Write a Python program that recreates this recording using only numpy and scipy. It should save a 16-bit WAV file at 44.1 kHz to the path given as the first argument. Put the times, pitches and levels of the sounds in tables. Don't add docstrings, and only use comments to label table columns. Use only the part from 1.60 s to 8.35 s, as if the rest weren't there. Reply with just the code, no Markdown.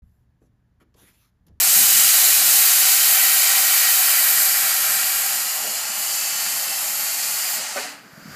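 import sys
import numpy as np
from scipy import signal
from scipy.fft import rfft, irfft
from scipy.io import wavfile
from scipy.ndimage import uniform_filter1d

SR = 44100
rng = np.random.default_rng(int(sys.argv[2]) if len(sys.argv) > 2 else 0)


def boost(x):
    u = np.asarray(x, float) / 20
    return 10 ** u


def bounce(signal):
    frames = np.transpose(np.atleast_2d(signal))
    limited = np.clip(frames, -1, 1)
    pcm = np.round(limited * 32767).astype(np.int16)
    wavfile.write(sys.argv[1], SR, pcm)


N = 297675
T = np.arange(N) / SR
HZ = np.maximum(np.arange(N // 2 + 1) * SR / N, 1)
FRAME = 2048
TOUCHDOWN_S, STOP_S = 3.75, 5.9


def unit(x):
    return x / np.sqrt(np.mean(x ** 2))


def curves(table, at=T):
    s, *columns = np.transpose(table)
    return [np.interp(at, s, column) for column in columns]


def colour(points, at=HZ):
    hz, db = np.transpose(points)
    return boost(np.interp(np.log(at), np.log(hz), db, left=-90, right=db[-1]))


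def walk(rate):
    hold = int(SR / rate)
    steps = np.repeat(rng.standard_normal(N // hold + 1), hold)
    return unit(uniform_filter1d(uniform_filter1d(steps, hold), hold)[:N])


def cycles_at(table):
    total = 0
    for s, db, hz, cycles in table:
        swell = np.exp(-(2.6 * (T - s) * hz / cycles) ** 2)
        total = total + boost(db) * np.cos(2 * np.pi * hz * (T - s)) * swell
    return total


def yard():
    # hz, level_db
    spectrum = [(250, -28), (330, -9), (600, -3), (950, -8), (1300, -2.5), (1450, -1.5), (2000, -7.5),
                (3000, -16), (3600, -20), (4300, -16), (4750, -7.5), (5100, -14), (5700, -17), (7200, -15),
                (8400, -24), (13100, -18), (15300, -24)]
    far = rfft(unit(irfft(rfft(rng.standard_normal(N)) * colour(spectrum), N)))
    low = 1 / (1 + (HZ / 1300) ** 4)
    rise_db = 46 * np.maximum(T - 6.5, 0)
    hum = irfft(far * low, N) * boost(.35 * rise_db)
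    hiss = irfft(far * (1 - low), N) * boost(rise_db)
    return (hum + hiss) * boost(-49.5 + 0.6 * walk(10))


def wind():
    # hz, level_db
    buffet = [(15, -67), (25, -32), (81, -11), (183, 2.5), (236, -0.5), (271, -2.5), (352, -6.5),
              (464, -17), (500, -21), (650, -45), (1100, -120)]
    # peak_s, peak_db, half_length_s
    gust_table = [(0.094, -54, 0.038), (.19, -44, 0.039), (0.26, -46, .03), (0.344, -47.5, .045),
                  (0.453, -51.5, 0.021), (.88, -55, 0.13), (1.238, -55, 0.025), (1.503, -57, 0.018),
                  (2.025, -61, .04), (2.77, -59, 0.053), (3.08, -61, .04), (3.3, -63, .05), (3.7, -69, 0.2),
                  (4.102, -58, 0.092), (4.3, -67, 0.091), (4.8, -66, .3), (5.103, -57, .03),
                  (5.22, -57, 0.022), (5.41, -61, .03), (5.8, -67, .3), (6.258, -55, 0.075),
                  (6.437, -61, 0.1), (6.59, -53, 0.04), (6.688, -48, 0.06)]
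    lumps = rfft(rng.standard_normal(N) * boost(2.2 * walk(35))) * colour(buffet) * (HZ < 700)
    gusts = 0
    for s, db, half in gust_table:
        gusts = gusts + boost(db) * np.maximum(1 - ((T - s) / (2 * half)) ** 2, 0) ** 4
    breeze = unit(irfft(lumps, N)) * boost(-59.5 + 1.5 * walk(6))
    whistle = unit(irfft(lumps / (1 + (115 / HZ) ** 2), N))
    return breeze + whistle * gusts


def puffs():
    # peak_s, peak_db, pitch_hz, cycles
    table = [
        (6.536, -42, 150, 1.5),
        (6.581, -36, 180, 2.2),
        (6.6, -43, 230, 2.2),
        (6.66, -32, 210, 2.4),
        (6.671, -42, 190, 1.8),
        (6.684, -33, 180, 2.8),
        (6.698, -38, 170, 1.5),
        (6.717, -38, 140, 1.8),
        (6.742, -41, 150, 1.8),
    ]
    return cycles_at(table)


def more_puffs():
    # peak_s, peak_db, pitch_hz, cycles
    table = [(.004, -56, 40, .6), (.15, -58, 35, .7), (1.185, -55, 90, 1.6), (1.265, -66, 35, .7),
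             (1.495, -59, 40, .7), (2.1, -64, 45, .7), (4.63, -55, 190, 5), (5.08, -53, 185, 6),
             (3.62, -60, 75, 1.1), (2.23, -60, 75, 1.2), (2.775, -46, 160, 4), (2.82, -56, 80, 1.2),
             (3.115, -49, 200, 5), (3.3, -50, 180, 7), (6.63, -58, 50, .8), (5.2, -64, 45, .7),
             (5.8, -63, 45, .7), (.096, -43, 176, 5.7), (.165, -46, 190, 4), (0.196, -44, 265, 5),
             (.365, -44, 190, 5.5), (.785, -52, 180, 5), (.885, -53, 165, 5), (1.01, -54, 165, 5),
             (1.245, -53, 130, 2)]
    return cycles_at(table)


def plates():
    # peak_s, peak_db, pitch_hz, cycles
    table = [(4.055, -40, 441, 18), (4.05, -37, 720, 14), (4.075, -41, 630, 24), (4.08, -45, 250, 9),
             (6.17, -26, 580, 14), (6.186, -32, 600, 8), (6.163, -32, 760, 10), (6.18, -30, 1510, 40),
             (6.174, -31, 2085, 40), (6.168, -30, 1300, 22), (6.186, -31, 1190, 30), (6.186, -33, 2320, 35),
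             (6.2, -35, 420, 10), (6.2, -33, 1800, 30), (6.25, -33, 740, 28), (6.222, -38, 560, 14)]
    return cycles_at(table)


def carriage():
    # start_s, level_db, push_ms, upper_modes_db
    knocks = [
        (4.033, -45, 13, -8),
        (4.06, -44.5, 29, -12),
        (5.975, -36.5, 9.3, -8),
        (6.157, -29, 4.5, -4),
        (6.164, -34, 9, 10),
        (6.235, -39, 9.4, -2),
    ]
    # pitch_hz, level_db, t60_s
    modes = [(256, -0.5, 0.82), (290, 1.5, 0.74), (336, -14, 0.17), (412, -19, 0.16), (451, -4, 0.28),
             (549, 2.5, 0.13), (580, -1, .1), (631, 3.5, 0.061), (690, 2.5, 0.07), (753, -1, 0.16),
             (840, -16, .1), (955, -8.5, 0.21), (1220, -4, .08), (1320, -4, .08), (1460, -1, 0.11),
             (1515, -0.5, .08), (1760, 0, 0.11), (1930, -3, .08), (2050, -2, 0.06), (2500, -9, .08)]
    t, rattle, clunk = T[:SR], rng.standard_normal(N), 0
    for upper in (False, True):
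        push = np.zeros(N)
        for s, db, ms, upper_db in knocks:
            age = np.maximum(T - s, 0) * 1000 / ms
            push += boost(db + upper * upper_db) * age * np.exp(1 - age)
        ring = np.zeros(SR)
        for hz, db, t60 in modes:
            if (hz > 900) == upper:
                ring += boost(db) * np.sin(2 * np.pi * hz * t) * 1000 ** (-t / t60)
        if upper:
            scrape_band = signal.butter(2, (1000, 2200), "band", fs=SR, output="sos")
            ring += boost(1.5) * signal.sosfilt(scrape_band, rattle[-SR:]) * 1000 ** (-t / .1)
        clunk = clunk + boost(-32.5) * signal.fftconvolve(push * rattle, ring)[:N]
    return signal.sosfilt(signal.butter(2, 420, "high", fs=SR, output="sos"), clunk)


def landed(s):
    settle_s = .7
    return np.clip((s - TOUCHDOWN_S) / settle_s + .5, 0, 1)


def balance(level_db, opening):
    lost = level_db + 18.5
    tail = np.maximum(-26.5 - level_db, 0)
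    hum_db = -20 - 0.59 * lost + 3 * opening
    ring_db = -9.5 + 0.5244 * tail + 4.5 * opening
    fizz_db = 4 + 0.45 * lost - 1.6 * tail + 2.5 * opening
    return hum_db, ring_db, 0, np.maximum(fizz_db, -7)


def sliding(hz, s):
    # from_s, to_s, from_hz, to_hz, lift_db
    sliding_bands = [(-0.5, 1.4, 3000, 2940, 5), (1, 2.8, 3100, 3060, 6), (3.5, 2.5, 2900, 2930, -4),
                     (2.2, 4.2, 2120, 2050, -7), (1, 2.2, 1710, 1710, -7), (2.6, 3.8, 1560, 1620, 3),
                     (1.6, 4.1, 11900, 12350, 3.5), (2.1, 4.3, 12900, 13350, 2), (2.7, 4.2, 11350, 11500, 3.5),
                     (3, 4.3, 10900, 11700, 0), (1.2, 3.6, 10300, 12000, 1.5), (1.5, 5.9, 8200, 8200, 2),
                     (3, 2.9, 6550, 6700, 2), (3.5, 5.07, 6000, 7300, -8), (3.5, 3.5, 4730, 4750, 2),
                     (-1.5, 4.1, 7880, 9800, 4), (3.5, 4.1, 6900, 8700, -1), (3.2, 4.3, 14000, 14200, 4),
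                     (-1, 3.7, 13350, 12000, 1.5), (3, 3.6, 12500, 14000, 2), (0.5, 2.8, 8150, 8050, -4.5),
                     (4, 4, 13900, 13650, -3), (5, 4.4, 2250, 2300, -1.5), (2, 4.6, 3450, 3900, -3.5),
                     (-0.5, .7, 4600, 4600, -5), (3.7, 4.9, 8400, 10150, -2.5), (2.5, 3.8, 2640, 2600, -4),
                     (0.5, 1.1, 4100, 4100, 3.5), (0, 2.35, 3900, 3830, 5.5), (2.5, 3.7, 12600, 12700, 4),
                     (3.05, 3.55, 14980, 14980, -4), (3.1, 3.4, 14450, 14200, -3),
                     (3.2, 5.6, 2740, 3100, 6), (4.3, 6.2, 2600, 2850, 5), (4.8, 5.8, 2830, 2980, -5),
               (4.5, 6.2, 2480, 2680, -4), (5.2, 6.2, 2440, 2540, 5), (3.6, 5.9, 1440, 1680, -4),
               (4.6, 5.9, 11350, 11950, 7), (4.5, 6, 11000, 11500, -6), (4.5, 5.4, 12150, 12350, 3.5),
               (4.6, 6.3, 13300, 13450, 4), (5, 6, 13750, 13900, -5), (3.4, 4.4, 6700, 6950, 4),
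               (3.9, 4.9, 6550, 6700, 4.5), (4, 5.3, 7150, 7300, 4), (5.3, 6.4, 7050, 7200, 3),
               (4.2, 5.2, 4550, 4800, 3), (5.68, 5.95, 4480, 4700, 5.5), (5.4, 5.6, 4600, 4600, 2),
               (3.4, 6.3, 5650, 5780, -5), (4.5, 6.2, 8750, 8900, -4), (4.95, 5.25, 5300, 5350, 4),
               (5.35, 5.65, 5200, 5200, -4), (4.7, 4.9, 6050, 6050, 4), (3.5, 4.7, 3750, 3800, -4),
               (4.8, 6, 8150, 8300, 1.5), (4.6, 5.9, 14250, 14500, -4), (3.8, 4.5, 13700, 13800, -3),
               (5.2, 6, 9800, 9900, -3), (4.4, 5, 5000, 5100, -3), (5.75, 6, 4880, 4900, 5),
                     (.9, 2.7, 8800, 9250, -4), (.1, .75, 5200, 5200, -3), (.15, .75, 4350, 4350, -3),
               (.4, 1.2, 3850, 3850, -2.5), (.85, 1.7, 1950, 1950, -3), (3, 3.7, 1550, 1500, -3),
               (3.1, 3.8, 2600, 2800, -3), (3.1, 3.7, 760, 760, 3), (2.2, 4.2, 5150, 5320, 3),
               (4.3, 5.5, 5550, 5600, -3), (5.9, 6.6, 4820, 4820, 3), (3.9, 4.6, 3760, 3760, 2.5),
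               (.8, 3.3, 13350, 13450, 4), (0, 3.3, 15250, 15250, 3.5), (1.3, 4.1, 13800, 14050, -3),
               (4.6, 6.5, 10950, 11450, 3), (3.6, 5.3, 12500, 12800, 2.5), (4.2, 5.3, 14450, 14300, 3),
               (5.6, 6.6, 12600, 12900, 3), (5.4, 6.6, 13900, 14000, 3), (4.5, 5.3, 12200, 12250, -3),
               (4.2, 4.8, 8450, 8450, -2.5), (0, .7, 12600, 12600, -2), (3, 4.5, 7600, 7550, 2),
               (0, 2.2, 14300, 14250, 2)]
    lift_db = np.zeros((len(hz), len(s)))
    for start, end, from_hz, to_hz, db in sliding_bands:
        on = (s > start - .3) & (s < end + .3)
        along = (s[on] - start) / (end - start)
        centre_hz = from_hz + (to_hz - from_hz) * along
        off_centre = (hz - centre_hz) / (50 + .02 * from_hz)
        lift_db[:, on] += db * np.exp(-(2.2 * along - 1.1) ** 4 - 2.8 * off_centre ** 2)
    return lift_db


def echoes(hz, s):
    # start_ms, loaded_drift_ms_per_s, touchdown_ms, free_drift_ms_per_s
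    path_table = [
        (.484, .007, .535, -.016),
        (.89, -.014, .9, -.065),
        (1.11, -.016, 1.03, -.055),
        (1.225, .002, 1.24, -.028),
        (2.565, -.073, 2.69, -.17),
    ]
    # start_share, loaded_gain_per_s, free_share
    share_table = [
        (0.045, 0.016, 0.031),
        (0.012, 0.022, 0.026),
        (0.019, 0.019, 0.023),
        (0.17, 0.012, 0.074),
        (0.013, .002, 0.03),
    ]
    # hz, level_db
    scatter = [(500, -12), (4000, -9), (10000, -8), (14000, -5.5)]

    def late(ms):
        return np.exp((-2j * np.pi * hz * ms / 1000).astype(np.complex64))

    bright = np.clip(hz / 9000, .7, 1.15)
    free = landed(s)
    moving_s = np.minimum(s, STOP_S)
    run_s = moving_s - TOUCHDOWN_S
    strong = 0
    for path, shares in zip(path_table, share_table):
        ms, drift, free_ms, free_drift = path
        share, gain, free_share = shares
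        lag_ms = (1 - free) * (ms + drift * s) + free * (free_ms + free_drift * run_s)
        level = (1 - free) * (share + gain * s) + free * free_share
        strong = strong + level * late(lag_ms)
    chance = rng.random((9, 4))
    shrink = 1 - .0165 * moving_s
    small_share = np.minimum(.5 + .13 * s, 1.2)
    small = 0
    for lag, size, rate, turn in chance:
        sway_ms = .012 * np.sin(2 * np.pi * ((.3 + rate) * s + turn))
        small = small + (size - .5) * late(lag * 10 * shrink + sway_ms)
    weak = colour(scatter, hz) * small_share * small * np.sqrt(12 / len(chance))
    return 1 + bright * strong + weak


def jet():
    # time_s, jet_db, opening (0-1)
    vent = [(0, -19, 0), (.18, -18.5, 0), (.43, -19.5, 0.43), (.7, -18, 0), (1.9, -21.5, 1),
            (2.57, -21.5, 1), (3.0, -24, 1.05), (3.48, -25, 0.78), (3.75, -25.5, 0.66), (4.25, -27.5, 0.36),
            (4.4, -26.5, 0.42), (5.36, -26.5, 0.39), (5.95, -26.5, 0.33), (6.02, -29, 0.5),
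            (6.13, -31.5, 0.2), (6.21, -30, 0.8), (6.43, -54, 0), (6.75, -55, .3)]
    # hz, level_db
    spectrum = [(150, -64), (250, -32), (480, -16.5), (751, -6.5), (923, -16), (1040, -11.5), (1870, -9.5),
                (3020, -8), (3530, -7), (4720, -6), (5710, -6.5), (7260, 0.5), (9230, -1), (12200, 7),
                (15200, -1)]
    region_hz = (750, 2000, 5600, 11600)
    # pitch_hz, width_hz, loaded_lift_db, free_lift_db
    column = [(448, 116, -11.5, -10.5), (676, 42, -8, -4), (770, 84, 4.5, 2.5), (860, 70, -3, 2),
              (897, 65, -1, 3), (1286, 43, 8, 3), (1399, 32, 9, 6.5), (1526, 31, 2.5, 1),
              (1926, 130, 6, 3.5), (2328, 61, 5.5, -0.5), (2900, 320, 2, 2)]
    # pitch_hz, width_hz, loaded_lift_db, free_lift_db
    housing = [(3310, 160, -4.5, -2.5), (3630, 630, -3.5, -6.5), (4300, 150, 2, 1), (4660, 420, 3.5, 3.5),
               (5340, 110, 4, 2.5), (5610, 120, -3.5, -0.5), (6830, 120, 2, -4), (7000, 340, 0, 2.5),
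               (8460, 320, -0.5, 2.5), (8240, 980, 1, -2.5), (10800, 4300, 0.5, -0.5),
               (12400, 500, -3, -0.5), (12800, 240, 1.5, -2), (14700, 830, 5, 1)]
    air = rng.standard_normal(N) * boost(0.4 * walk(900) + 0.19 * walk(9))
    hz, s, cells = signal.stft(air, SR, nperseg=FRAME, noverlap=FRAME * 3 // 4)
    hz = np.maximum(hz, 1)[:, None]
    free = landed(s)
    shut_lift = 0.63
    loaded = (1 - free) * (shut_lift + (1 - shut_lift) * curves(vent, s)[1])
    pitch, width, loaded_db, free_db = np.transpose(column + housing)
    resonance = 1 / (1 + (2 * (hz - pitch) / width) ** 2)
    lift_db = resonance @ (np.outer(loaded_db, loaded) + np.outer(free_db, free))
    lift_db = lift_db + sliding(hz, s)
    cells = cells * colour(spectrum, hz) * boost(lift_db) * echoes(hz, s)
    level_db, opening = curves(vent)
    frames = np.minimum(s * SR, N - 1).astype(int)
    shaped = 0
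    for k, rel_db in enumerate(balance(level_db, opening)):
        region = cells * np.interp(np.log(hz), np.log(region_hz), np.eye(4)[k])
        power = np.mean(np.sum(np.abs(region) ** 2, axis=0))
        shaped = shaped + region * boost(rel_db + 0.74 * walk(14))[frames] / np.sqrt(power)
    hiss = signal.istft(shaped, SR, nperseg=FRAME, noverlap=FRAME * 3 // 4)[1][:N]
    shut_db = -72 * np.maximum(T - 6.33, 0)
    return hiss * boost(level_db + shut_db - 2.0)


def walls(x):
    # lag_ms, share
    surfaces = [(3.52, -0.03), (4.06, -0.05), (5.22, 0.03), (6.68, -0.04), (8.72, -0.04), (9.42, 0.04),
                (9.66, -0.03), (17.42, 0.04), (18.18, -0.06), (18.62, -0.03), (19.2, -0.05), (21.8, 0.04)]
    dull = signal.sosfiltfilt(signal.butter(2, 5500, fs=SR, output="sos"), x)
    return x + 1.6 * sum(share * np.roll(dull, round(ms * SR / 1000)) for ms, share in surfaces)


def scene():
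    mono = walls(jet() + carriage()) + wind() + puffs() + more_puffs() + plates() + yard()
    return np.array([mono, mono])


def camera(x):
    # hz, level_db
    masked = [(3000, -11), (5500, -7.2), (8000, -7), (13000, -5.5), (13500, -2.7), (14600, -2.5),
              (15200, -3.3)]
    hz, s, cells = signal.stft(x, SR, nperseg=FRAME // 2, noverlap=FRAME * 3 // 8)
    hz = np.maximum(hz, 1)[:, None]
    power = uniform_filter1d(np.abs(cells) ** 2, size=8, axis=1)
    quiet = np.clip(np.mean(power) / np.mean(power, axis=0), .3, 9) ** .16
    limit = colour(masked, hz) ** 2 * quiet * uniform_filter1d(power, size=40, axis=0)
    kept = (uniform_filter1d(power, size=3, axis=0) > limit) & (hz < 15330)
    return signal.istft(cells * kept, SR, nperseg=FRAME // 2, noverlap=FRAME * 3 // 8)[1][:N]


def swapped(x):
    # centre_s, low_hz, high_hz
    swaps = [(0.403, 6300, 8300), (1.216, 11000, 12400), (1.218, 5700, 6900), (1.31, 13900, 15200),
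             (1.312, 4200, 5600), (1.589, 5700, 6800), (1.636, 6900, 9600), (1.637, 11700, 13100),
             (1.798, 4200, 6300), (2.056, 6300, 9600), (2.193, 5300, 7600), (2.335, 7600, 9000),
             (2.519, 5200, 6300), (2.891, 4700, 5700), (3.471, 9600, 11700), (3.727, 7700, 9000),
             (3.796, 8300, 9600), (4.306, 6800, 8300), (4.584, 5200, 6200), (5.885, 6300, 7600),
             (6.489, 5200, 6200), (6.65, 4300, 6300)]
    side, span = np.zeros(N), np.arange(FRAME)
    hz = np.arange(FRAME // 2 + 1) * SR / FRAME
    for s, low_hz, high_hz in swaps:
        at = int(s * SR) - FRAME // 2 + span
        band = irfft(rfft(x[at][::-1]) * (hz > low_hz - 60) * (hz < high_hz + 60))
        side[at] += 0.58 * np.sin(np.pi * span / FRAME) * band
    return side


def roll_off(x):
    return signal.sosfilt(signal.butter(12, 16500, fs=SR, output="sos"), x)


def record(dry):
    mid = camera(dry[0])
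    side = swapped(mid)
    return roll_off(np.array([mid + side, mid - side]))


dry = scene()
out = record(dry)
bounce(out)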